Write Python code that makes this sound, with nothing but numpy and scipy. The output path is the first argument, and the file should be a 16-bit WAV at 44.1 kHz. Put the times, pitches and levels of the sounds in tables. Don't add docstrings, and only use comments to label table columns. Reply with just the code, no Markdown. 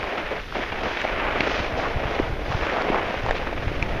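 import sys
import numpy as np
from scipy import signal
from scipy.fft import rfft, irfft
from scipy.io import wavfile

SR = 44100
rng = np.random.default_rng(int(sys.argv[2]) if len(sys.argv) > 2 else 0)


def pcm_store(signal):
    levels = np.round(np.clip(np.atleast_2d(signal), -1, 1) * 32767)
    wavfile.write(sys.argv[1], SR, levels.astype(np.int16).T)


N = 176400
T = np.arange(N) / SR

# (time [s], relative level [dB])
WIND_LEVEL = [(0.0, -33.5), (.15, -49), (.23, -39), (.89, -36), (1.0, -44.5), (1.14, -33.5), (2.0, -33.5),
              (2.35, -31), (2.7, -36.5), (3.42, -32), (3.85, -26.5)]
ROAR_LEVEL = [(0.0, -31.5), (.19, -30), (.29, -37), (.32, -28), (.45, -37.5), (.6, -31), (.7, -36),
              (.87, -27.5), (.95, -33.5), (1.29, -28), (1.56, -27.5), (1.68, -32), (1.84, -27),
              (1.94, -32.5), (2.14, -27), (2.36, -34.5), (2.78, -26.5), (2.99, -26), (3.18, -33.5),
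              (3.35, -30), (3.6, -36.5), (4.0, -32.5)]
CRUNCH_LEVEL = [(0.0, -34), (.45, -34.5), (.58, -32), (.73, -34.5), (.98, -31.5), (1.56, -29.5),
                (1.69, -34), (1.96, -37), (2.14, -33), (2.36, -41), (2.69, -33.5), (3.13, -32.5),
                (3.2, -35), (3.4, -35.5), (3.53, -36.5), (4.0, -37.5)]
POWDER_LEVEL = [(0.0, -48), (.51, -50), (.58, -44), (.75, -50.5), (.86, -43.5), (1.28, -50.5), (1.56, -38),
                (1.75, -51), (1.78, -42.5), (1.96, -50), (2.15, -45.5), (2.39, -53), (2.52, -44),
                (2.99, -48.5), (3.14, -47), (3.55, -51.5), (3.63, -48.5), (4.0, -50.5)]
# (frequency [Hz], relative level [dB])
WIND_SPECTRUM = [(8, -2), (25, 3.5), (70, -3.5), (125, -9.5), (190, -15.5), (320, -13.5), (600, -23),
                 (2000, -70)]
ROAR_SPECTRUM = [(100, -25.5), (200, -6), (320, -3), (450, -0.5), (660, 0.5), (850, -4), (1150, -9.5),
                 (1700, -17), (3000, -23.5), (6000, -59)]
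CRUNCH_SPECTRUM = [(300, -32), (900, -2), (1500, 3.5), (2200, 3), (2600, 0), (3200, -7), (4000, -16.5),
                   (5500, -41), (7500, -44)]
POWDER_SPECTRUM = [(1500, -7), (3300, 6.5), (4200, 0), (5100, -1.5), (6000, -6.5), (7000, -16.5),
                   (7500, -39), (7900, -62)]
# (frequency [Hz], relative level [dB])
HISS_SPECTRUM = [(7500, -1), (7900, -16), (8500, 1), (13500, -.5), (15000, -5.5)]
TICK_SPECTRUM = [(250, -9), (700, 8.5), (2400, 12.5), (4500, -11.5), (7500, -64)]
WAKE_SPECTRUM = [(30, -3), (110, 0), (250, -14), (700, -40)]
CRACK_SPECTRUM = [(200, 15), (700, 3), (2500, 6.5), (4500, -1.5), (6000, -14), (7800, -54)]
# (time [s], peak of the swing [dB], frequency [Hz])
GUST_THUMPS = [(.725, -28, 65), (1.605, -26, 80), (1.742, -26, 55), (1.97, -19.5, 55), (2.06, -21.5, 55),
               (2.232, -20, 85), (2.305, -23, 95), (2.505, -20.5, 85), (2.552, -19.5, 85),
               (2.625, -22.5, 60), (3.24, -24.5, 80), (3.31, -22, 25), (3.678, -19, 55), (3.825, -21.5, 60),
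               (3.955, -21, 45)]
# (start [s], duration [s], level [dB], centre frequency [Hz])
ROUGH_PATCHES = [(0.169, 0.028, -27.5, 1400), (0.549, 0.062, -29, 380), (0.809, 0.029, -30, 372),
                 (0.982, 0.057, -33.5, 1760), (1.2, .17, -31.5, 910), (1.787, 0.1, -29.5, 1120),
                 (2.503, 0.056, -31.5, 900), (2.605, 0.13, -31, 1300), (2.74, .09, -28.5, 850),
                 (2.931, 0.076, -27.5, 820), (3.061, 0.078, -37, 1000), (3.28, 0.032, -31.5, 1450),
                 (3.342, 0.053, -35.5, 2080)]
# (time [s], frequency [Hz], peak of the pulse [dB], half length [s])
LUMPS = [(.0417, 950, -15.5, .0006), (.5252, 1200, -21.5, .0008), (.5555, 950, -17, .0009),
         (1.0168, 1900, -12, .0006), (1.0518, 660, -12.5, .0018), (1.406, 2900, -10, .0004),
         (1.4078, 2300, -7, .0006), (1.4073, 480, -11.5, .0009), (2.2002, 360, -9, .0023),
         (2.8155, 1900, -14, .0004), (2.822, 1100, -11, .0006), (2.9028, 330, -10.5, .002),
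         (2.946, 1000, -13, .0011), (3.1425, 700, -14.5, .0006), (3.2645, 900, -13.5, .0011),
         (3.288, 700, -12.5, .0007), (3.2935, 850, -16, .0007), (3.3104, 1850, -10, .0008),
         (3.3101, 650, -8.5, .0011), (3.4705, 900, -18, .0005), (3.5292, 600, -17, .0011),
         (3.718, 380, -17, .0014), (3.827, 2430, -9.5, .0011)]


def amp(db):
    return 10 ** (np.asarray(db) / 20)


def unit(x):
    return x / np.sqrt(np.mean(x ** 2) + 1e-20)


def level(curve):
    return amp(np.interp(T, *np.transpose(curve)))


def colour(x, spectrum):
    points_hz, points_db = np.transpose(spectrum)
    hz = np.fft.rfftfreq(len(x), 1 / SR) + 1
    gain = amp(np.interp(np.log(hz), np.log(points_hz), points_db))
    gain /= np.maximum(hz / points_hz[-1], 1) ** 2
    return unit(irfft(rfft(x) * gain, len(x)))


def wobble(slow_hz, fast_hz):
    hz = np.fft.rfftfreq(N, 1 / SR)
    shape = hz / (hz + slow_hz) ** 1.5 / (1 + (hz / fast_hz) ** 4)
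    return unit(irfft(rfft(rng.standard_normal(N)) * shape, N))


def grains(per_s, spread_db, share):
    size = amp(spread_db * np.minimum(rng.exponential(1, N), 4))
    clicks = size * rng.choice([-1, 1], N) * (rng.random(N) < per_s / SR)
    return np.sqrt(share) * unit(clicks) + np.sqrt(1 - share) * rng.standard_normal(N)


def add(mix, start_s, sound):
    part = mix[max(round(start_s * SR), 0):][:len(sound)]
    part += sound[:len(part)]


def noise_layer(curve, spectrum, drive, flutter_db, gain_db):
    return colour(drive * amp(flutter_db), spectrum) * level(curve) * amp(gain_db)


def lowpass(x, hz):
    return signal.oaconvolve(x, signal.firwin(511, hz, window=("kaiser", 9), fs=SR)[None], "same")


def wind(wake_half_s=0.028, wake_db=-11.5):
    buffet_db = 0.47 * wobble(5.9, 28)
    out = noise_layer(WIND_LEVEL, WIND_SPECTRUM, rng.standard_normal(N), buffet_db, gain_db=0.5)
    t = np.arange(-4096, 4096) / SR
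    for time_s, db, hz in GUST_THUMPS:
        phase = 2 * np.pi * hz * t
        swing = phase * np.exp((1 - phase ** 2) / 2)
        wake = np.exp(-(t / wake_half_s) ** 2) * colour(rng.standard_normal(len(t)), WAKE_SPECTRUM)
        add(out, time_s + t[0], amp(db) * (swing + amp(wake_db) * wake))
    return out


def crumbs(per_s, gain_db):
    ticks = np.tanh(rng.standard_normal(N)) * (rng.random(N) < per_s / SR)
    return colour(ticks, TICK_SPECTRUM) * level(CRUNCH_LEVEL) * amp(gain_db)


def grinding(edge_s=0.011):
    out = np.zeros(N)
    for start_s, length_s, db, hz in ROUGH_PATCHES:
        gate = np.clip(np.minimum(T - start_s, start_s + length_s - T) / edge_s, 0, 1)
        band = [(hz / 4, -33.5), (hz / 2, -7), (hz, 0), (hz * 2, -7), (hz * 4, -33.5)]
        out += amp(db) * gate * colour(grains(per_s=740, spread_db=2.0, share=0.71), band)
    return out


def knocks(crack_decay_s=0.0026):
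    out = np.zeros(N)
    t = np.arange(-512, 512) / SR
    for time_s, hz, db, half_s in LUMPS:
        pulse = -np.cos(2 * np.pi * hz * t) * np.exp(-(t / half_s) ** 2)
        crack_envelope = (t > -half_s) * np.exp(-abs(t + half_s) / crack_decay_s)
        crack = colour(rng.standard_normal(len(t)), CRACK_SPECTRUM) * crack_envelope
        crack_db = -14 + 3 * np.log2(hz / 1000)
        add(out, time_s + t[0], amp(db) * (pulse + amp(crack_db) * crack))
    return out


def sliding(crest_start_s=0.4, crest_end_s=0.55, edge_s=0.01, drop_db=-8.5):
    judder = wobble(20, 55)
    lift = np.clip(np.minimum(T - crest_start_s, crest_end_s - T) / edge_s, 0, 1)
    contact = amp(drop_db * lift)
    packed_grains = grains(per_s=1800, spread_db=3.0, share=0.47)
    crust_grains = grains(per_s=800, spread_db=1.5, share=0.42)
    fine_grains = grains(per_s=4700, spread_db=1.5, share=0.25)
    roar = noise_layer(ROAR_LEVEL, ROAR_SPECTRUM, packed_grains, 1.66 * judder, gain_db=0.3)
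    crunch = noise_layer(CRUNCH_LEVEL, CRUNCH_SPECTRUM, crust_grains, 1.58 * judder, gain_db=0.5)
    powder = noise_layer(POWDER_LEVEL, POWDER_SPECTRUM, fine_grains, 0.97 * judder, gain_db=3.0)
    return contact * (roar + crunch + crumbs(per_s=60, gain_db=-7.5)) + powder


def scene():
    return (sliding() + grinding() + knocks() + wind())[None]


def record(dry):
    band_limited = lowpass(dry, hz=7600)
    hiss = amp(-64) * colour(rng.standard_normal(N), HISS_SPECTRUM)
    return lowpass(band_limited + hiss, hz=15050)


dry = scene()
out = record(dry)
pcm_store(out)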